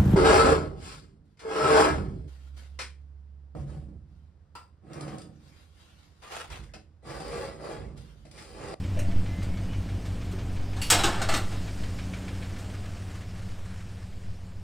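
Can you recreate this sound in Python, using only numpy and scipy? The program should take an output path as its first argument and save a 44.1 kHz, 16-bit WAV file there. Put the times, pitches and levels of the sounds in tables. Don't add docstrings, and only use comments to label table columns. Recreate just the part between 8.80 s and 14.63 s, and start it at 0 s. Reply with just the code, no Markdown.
import sys
import numpy as np
from scipy import signal
from scipy.fft import rfft, irfft
from scipy.io import wavfile
from scipy.ndimage import uniform_filter1d

SR = 44100
rng = np.random.default_rng(int(sys.argv[2]) if len(sys.argv) > 2 else 0)


def to_wav(s):
    ch = np.atleast_2d(s).T
    pcm = np.round(np.clip(ch, -1, 1) * 32767)
    wavfile.write(sys.argv[1], SR, pcm.astype(np.int16))


N = 257084
TIME = np.arange(N) / SR

START_M, AWAY_M_PER_S = 10.9, 3.12
STREET_S, TRUCK_HIDDEN_S, TRAILER_HIDDEN_S = 2.46, 3.52, 5.03
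PULL_S, PULL_HALF_S = 3.31, 0.47
EDGE_HZ = 15850

# middle in s, half length in s, level in dB (on top of the calm air).
GUSTS = [(0.34, 0.36, -29), (2.405, 0.46, -27.5)]
# frequency in Hz, gain in dB.
SCATTER_SPECTRUM = [(30, -39), (80, -63), (150, -21.5), (250, -27.5), (500, -25), (2000, -38),
                    (8000, -31.5), (14000, -30)]
# frequency in Hz, relative level in dB.
ROAR_SPECTRUM = [(25, -25), (60, 9), (120, 5.5), (200, 4), (300, -0.5), (450, -2.5), (680, -4), (900, -9.5),
                 (1600, -13.5), (3000, -15.5), (6000, -38.5)]
# frequency in Hz, relative level in dB.
HISS_SPECTRUM = [(500, -7.5), (1500, -5.5), (3000, -3), (5200, 0), (6300, -4.5), (8500, -4.5),
                 (10200, -13.5), (13000, -16.5), (16000, -30)]
# frequency in Hz, relative level in dB.
TICK_SPECTRUM = [(300, -11.5), (1100, -3.5), (1700, 2), (2050, -2.5), (2280, 6.5), (2600, -4.5),
                 (3200, -1.5), (5000, -11), (9000, -21), (16000, -47)]
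# frequency in Hz, relative level in dB.
STONE_SPECTRUM = [(500, -19.5), (1100, 0.5), (1700, 1), (2500, -4.5), (4500, -12.5), (9000, -14.5),
                  (16000, -40)]
# start in s, length in s, starting pitch in Hz,
# level of the upper partial in dB.
SQUEAKS = [(0.17, 0.21, 660, -48), (0.45, 0.21, 2030, -51.5), (0.67, 0.17, 2170, -57),
           (0.88, 0.09, 2930, -52.5)]
# frequency in Hz, relative level in dB.
STEEL_SPECTRUM = [(100, 1), (300, -3), (430, -4.5), (600, 0.5), (800, 2.5), (980, -1), (1350, 3),
                  (2000, -2.5), (3100, -2), (4000, -1), (6300, -6), (8300, -2.5), (10200, -15.5),
                  (12500, -17.5), (16000, -27)]
# start in s, level in dB, brightness in dB per octave, chatter decay in s.
CLANKS = [(0.19, -40.5, 2, 0.0045), (0.627, -47, 0, 0.0079), (1.258, -52, 1.5, .005),
          (1.514, -52.5, 3, 0.0022), (1.521, -55, 0, .002), (1.725, -60, 5, 0.027),
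          (1.964, -43.5, -1.5, 0.047), (2.101, -15.5, 3.5, 0.0075), (2.117, -20, -0.1, 0.016),
          (2.189, -26, -2, 0.017), (2.235, -21, -1, 0.018), (2.276, -30.5, -3.5, 0.014),
          (2.320, -33, -4, 0.065), (2.392, -34.5, -6, 0.017), (2.416, -27.5, -1.3, 0.0083),
          (2.487, -26, -1.5, 0.031), (2.538, -25.5, -1, 0.0076), (2.565, -36.5, 4.5, 0.0084),
          (2.715, -45.5, -2, 0.033), (3.786, -51.5, 2.5, 0.011), (3.843, -51, -2.5, .002)]
# frequency in Hz, relative level in dB, 60 dB decay in s.
FRAME_MODES = [(556, -16.5, 0.35), (788, -15, 0.36), (864, -32, 0.3), (1229, -7, 0.18), (1394, -13.5, 0.24),
               (1620, -20, .3), (1756, -13, .25), (2230, -16, 0.28), (2782, -12, .3), (3470, -26, 0.23),
               (4370, -35, 0.26), (5430, -11, 0.2), (7110, -23, 0.3), (7720, -14, 0.17)]
# frequency in Hz, width in Hz,
# relative level in dB, 60 dB decay in s.
FITTING_MODES = [(2250, 81, -11, 0.32), (2776, 600, 2, 0.27), (4150, 500, -12, 0.15), (4500, 180, -2, 0.32),
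                 (5650, 300, -14, 0.18), (7630, 770, 1.5, 0.12), (10230, 190, -5, 0.26),
                 (13300, 200, -12, 0.28)]
# start in s, level in dB, pitch ratio.
THUDS = [(0.168, -25.5, 1.72), (1.524, -27, 1.1), (2.15, -23.5, 1.02), (2.243, -14, 0.99)]
# frequency in Hz, relative level in dB, 60 dB decay in s.
SPRING_MODES = [(301, -8.5, 0.1), (343.6, -9.5, 0.23), (378, -7.5, 0.084), (507, -22.5, 0.15)]
# time in s, speed in rpm.
ENGINE_SPEED = [(0.0, 904.9), (0.32, 853.6), (0.41, 777.9), (1.35, 738.4), (1.58, 666.8), (2.18, 769.6),
                (2.89, 759.4), (3.68, 861.1), (4.8, 962.6), (5.32, 906.2), (5.83, 940.4)]
# pipe length from 0 (short bank) to 1 (long bank), strength in dB.
CYLINDERS = [(0.98, -0.5), (0.22, 3.5), (0.034, 3), (0.94, -0.5), (0.23, 3), (0.97, 4.5), (1, 0.5),
             (0, 3.5)]
# frequency in Hz, relative gain in dB.
PIPE_SPECTRUM = [(20, -31), (36, 2.5), (50, 2.5), (65, -5.5), (80, -1), (96, 11), (113, -3), (148, -18),
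                 (186, 0.5), (222, -19.5), (275, -11), (420, -31.5), (900, -43.5), (4000, -88)]


def amp(db):
    return 10 ** (np.asarray(db) / 20)


def unit(x):
    return x / np.sqrt(np.mean(x ** 2) + 1e-20)


def curve(rows):
    return np.interp(TIME, *np.transpose(rows))


def add(mix, start_s, sound):
    part = mix[round(start_s * SR):][:len(sound)]
    part += sound[:len(part)]


def colour(x, points):
    hz, db = np.transpose(points)
    grid = abs(np.fft.fftfreq(2 ** 15, 1 / SR))
    log_gain = np.log(amp(np.interp(np.log(grid + 1), np.log(hz), db)))
    response = np.fft.ifft(np.exp(signal.hilbert(log_gain).conj())).real
    return signal.fftconvolve(x, response[:len(grid) // 2])[:len(x)]


def band(x, low_hz, high_hz):
    sos = signal.butter(3, [low_hz, high_hz], "bandpass", fs=SR, output="sos")
    return signal.sosfiltfilt(sos, x)


def drift(rate_hz):
    hz = np.fft.rfftfreq(N, 1 / SR)
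    gain = hz / (rate_hz + hz) / (1 + (hz / rate_hz) ** 4)
    return unit(irfft(rfft(rng.standard_normal(N)) * gain, N))


def patchy(x, depth_db):
    z = signal.stft(x, nperseg=512)[2]
    patches = uniform_filter1d(rng.standard_normal(z.shape), size=9, axis=0)
    patches = uniform_filter1d(patches, size=7, axis=1)
    return signal.istft(z * amp(depth_db * unit(patches)))[1][:N]


def ring(modes, t):
    return sum(amp(db - 60 * t / t60) * np.sin(2 * np.pi * (hz * t + rng.random()))
               for hz, db, t60 in modes)


def swell(middle_s, half_s):
    return np.exp(-((TIME - middle_s) / half_s) ** 2)


def distance_db():
    return -20 * np.log10(1 + AWAY_M_PER_S * TIME / START_M)


def hedge_db(hidden_s, loss_db_per_s):
    return -loss_db_per_s * np.maximum(TIME - hidden_s, 0)


def on_street(crossing_s=0.16):
    return .5 + .5 * np.tanh((TIME - STREET_S) / crossing_s)


def breeze(calm_db=-40.0):
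    gusts = sum(amp(db) * swell(s, half_s) for s, half_s, db in GUSTS)
    return (amp(calm_db) + gusts) * unit(drift(5.86) + 0.098 * drift(22))


def garden(x, t60=0.69, wet_db=-15.5):
    t = TIME[:SR]
    noise = rng.standard_normal(len(t)) * amp(-60 * t / t60) * (t > .015)
    tail = colour(noise, [(200, 0), (2000, 1.0), (8000, -1.0), (16000, 0.0)])
    return amp(wet_db) * signal.fftconvolve(x, tail / np.linalg.norm(tail))[:N]


def rolling(roar_db=-43.5, hiss_db=-56.5, street_db=5.5, street_fade_db_per_s=3.5, grit_db=-10.5,
            grains_per_s=110):
    roar = unit(patchy(colour(rng.standard_normal(N), ROAR_SPECTRUM), depth_db=0.47))
    hiss = unit(patchy(colour(rng.standard_normal(N), HISS_SPECTRUM), depth_db=1.84))

    grain_strength = amp(2.3 * np.minimum(rng.exponential(1, N), 4))
    grains = (rng.random(N) < grains_per_s / SR) * grain_strength
    t = TIME[:SR // 20]
    crackle = rng.standard_normal(len(t)) * np.exp(-t / 0.0024)
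    grit = unit(colour(signal.fftconvolve(grains, crackle)[:N], TICK_SPECTRUM))

    rough_db = on_street() * (street_db - street_fade_db_per_s * (TIME - STREET_S))
    roar_gain = amp(roar_db + hedge_db(TRUCK_HIDDEN_S, loss_db_per_s=4.5))
    hiss_gain = amp(hiss_db + rough_db + hedge_db(TRAILER_HIDDEN_S, loss_db_per_s=3.0))
    return roar_gain * roar + hiss_gain * (hiss + amp(grit_db) * grit)


def gravel(stones_per_s=230, spread_db=1.4, level_db=-56.5):
    stone_strength = amp(spread_db * np.minimum(rng.exponential(1, N), 3))
    pops = (rng.random(N) < stones_per_s / SR) * stone_strength
    t = TIME[:SR // 20]
    bursts = signal.fftconvolve(pops, np.exp(-t / 0.0092))[:N] * rng.standard_normal(N)
    gain = on_street() * amp(level_db + hedge_db(TRAILER_HIDDEN_S, loss_db_per_s=19))
    return gain * unit(colour(bursts, STONE_SPECTRUM))


def squeal(rise_octaves_per_s=0.22, waver=0.007, lower_db=-8.0):
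    out = np.zeros(N)
    for start_s, length_s, hz, db in SQUEAKS:
        t = TIME[:round(length_s * SR)]
        pitch = hz * 2 ** (rise_octaves_per_s * t) * (1 + waver * drift(40)[:len(t)])
        phase = 2 * np.pi * np.cumsum(pitch) / SR
        tone = np.sin(phase) + amp(lower_db) * np.sin(phase * 5 / 6)
        envelope = np.sqrt(abs(np.sin(np.pi * t / length_s)))
        add(out, start_s, amp(db) * envelope * tone)
    return out


def scrape(length_s=.3):
    t = TIME[:round(length_s * SR)]
    sound = 0.57 * unit(colour(rng.standard_normal(len(t)), HISS_SPECTRUM)) * np.exp(-t / 0.081)
    for hz, width_hz, db, t60 in FITTING_MODES:
        wander = np.cumsum(rng.standard_normal(len(t))) * np.sqrt(np.pi * width_hz / SR)
        sound = sound + amp(db - 60 * t / t60) * np.sin(2 * np.pi * hz * t + wander)
    return sound * (1 - np.exp(-t / 0.0019))


def clank(level_db, tilt_db, chatter_s, low_t60=0.34, high_t60=0.16, ring_db=-5.0):
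    t = TIME[:SR // 2]
    hz, s, z = signal.stft(rng.standard_normal(len(t)), SR, nperseg=128)
    octave = np.log2(np.maximum(hz, 400) / 2000)[:, None]
    t60 = np.interp(octave, [-2, 2], [low_t60, high_t60])
    dying = signal.istft(z * amp(tilt_db * octave - 60 * s / t60))[1][:len(t)]
    crowd = colour(dying, STEEL_SPECTRUM)

    early = SR // 50
    tilted_modes = [(f, db + tilt_db * np.log2(f / 2000), life) for f, db, life in FRAME_MODES]
    body = crowd / np.std(crowd[:early]) + amp(ring_db) * ring(tilted_modes, t)

    touching = rng.random(len(t)) < 1500 / SR
    contacts = rng.standard_normal(len(t)) * touching * np.exp(-t / chatter_s)
    contacts[0] = 2.77
    sound = signal.fftconvolve(contacts, body)[:len(t)] * (1 - np.exp(-t / 0.00059))
    loudest_power = uniform_filter1d(sound ** 2, early).max()
    return amp(level_db) * sound / np.sqrt(loudest_power)


def trailer(scrape_s=2.015, scrape_db=-33.0):
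    out, t = np.zeros(N), TIME[:SR // 2]
    for start_s, level_db, tilt_db, chatter_s in CLANKS:
        add(out, start_s, clank(level_db, tilt_db, chatter_s))
    for start_s, level_db, ratio in THUDS:
        modes = [(hz * ratio, db, t60) for hz, db, t60 in SPRING_MODES]
        soft_onset = 1 - np.exp(-t / 0.0056)
        add(out, start_s, amp(level_db) * ring(modes, t) * soft_onset)
    add(out, scrape_s, amp(scrape_db) * scrape())
    return out


def engine_cycles(start=0.0323):
    return start + np.cumsum(curve(ENGINE_SPEED)) / SR / 120


def leak(cycles, opens=0.3, fall=0.079, level_db=-43.5, pull_db=6.0):
    age = (cycles - opens) % 1
    spit = (1 - np.exp(-age / 0.027)) * (np.exp(-age / fall) + 0.16 * np.exp(-age / 0.37))
    load_db = pull_db * swell(PULL_S, PULL_HALF_S)
    gain = amp(level_db + load_db + hedge_db(TRUCK_HIDDEN_S, loss_db_per_s=9.0))
    return gain * spit * unit(colour(rng.standard_normal(N), TICK_SPECTRUM))


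def exhaust(cycles, long_pipe_s=0.00392, uneven_db=1.63, boom_db=7.0, honk_db=5.0, bark_db=1.9,
            level_db=-29.0, lope_s=7.0, jitter_s=0.0004):
    firing = np.floor(cycles * len(CYLINDERS)).astype(int)
    at = np.flatnonzero(np.diff(firing)) + 1
    bank, db = np.array(CYLINDERS)[firing[at] % len(CYLINDERS)].T
    delay_s = abs(bank * long_pipe_s + jitter_s * (2 + rng.standard_normal(len(at))))
    pulses = np.zeros(N + SR)
    strength = amp(db + uneven_db * rng.standard_normal(len(at)))
    pulses[at + np.round(delay_s * SR).astype(int)] = -strength

    lead = np.searchsorted(cycles, cycles[0] + 1)
    sound = colour(np.r_[pulses[:lead], pulses[:N]], PIPE_SPECTRUM)[lead:]
    boom, honk, bark = band(sound, 102.7, 157), band(sound, 119, 202), band(sound, 220, 900)

    lope = np.exp(-TIME / lope_s)
    boom_gain = amp(boom_db * lope * np.cos(2 * np.pi * (cycles - .53)))
    honk_gain = amp(honk_db * lope * np.cos(2 * np.pi * (cycles - .12)))
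    bark_gain = amp(bark_db + hedge_db(TRUCK_HIDDEN_S, loss_db_per_s=8.5))
    sound = sound + (boom_gain - 1) * boom + (honk_gain - 1) * honk + (bark_gain - 1) * bark

    mean_power = uniform_filter1d(sound ** 2, size=22050)
    gain = amp(level_db + distance_db() + hedge_db(TRUCK_HIDDEN_S, loss_db_per_s=1.6))
    return gain * sound / np.sqrt(mean_power)


def scene():
    cycles = engine_cycles()
    sharp = trailer() + leak(cycles) + squeal() + gravel()
    mid = exhaust(cycles) + rolling() + sharp + garden(sharp)
    scatter = colour(garden(mid, t60=0.32, wet_db=1.5), SCATTER_SPECTRUM)
    return mid + breeze() + np.array([scatter, -scatter])


def record(dry):
    low_pass = signal.firwin(511, EDGE_HZ, window=("kaiser", 9), fs=SR)
    return signal.oaconvolve(dry, low_pass[None], "same")


dry = scene()
out = record(dry)
to_wav(out)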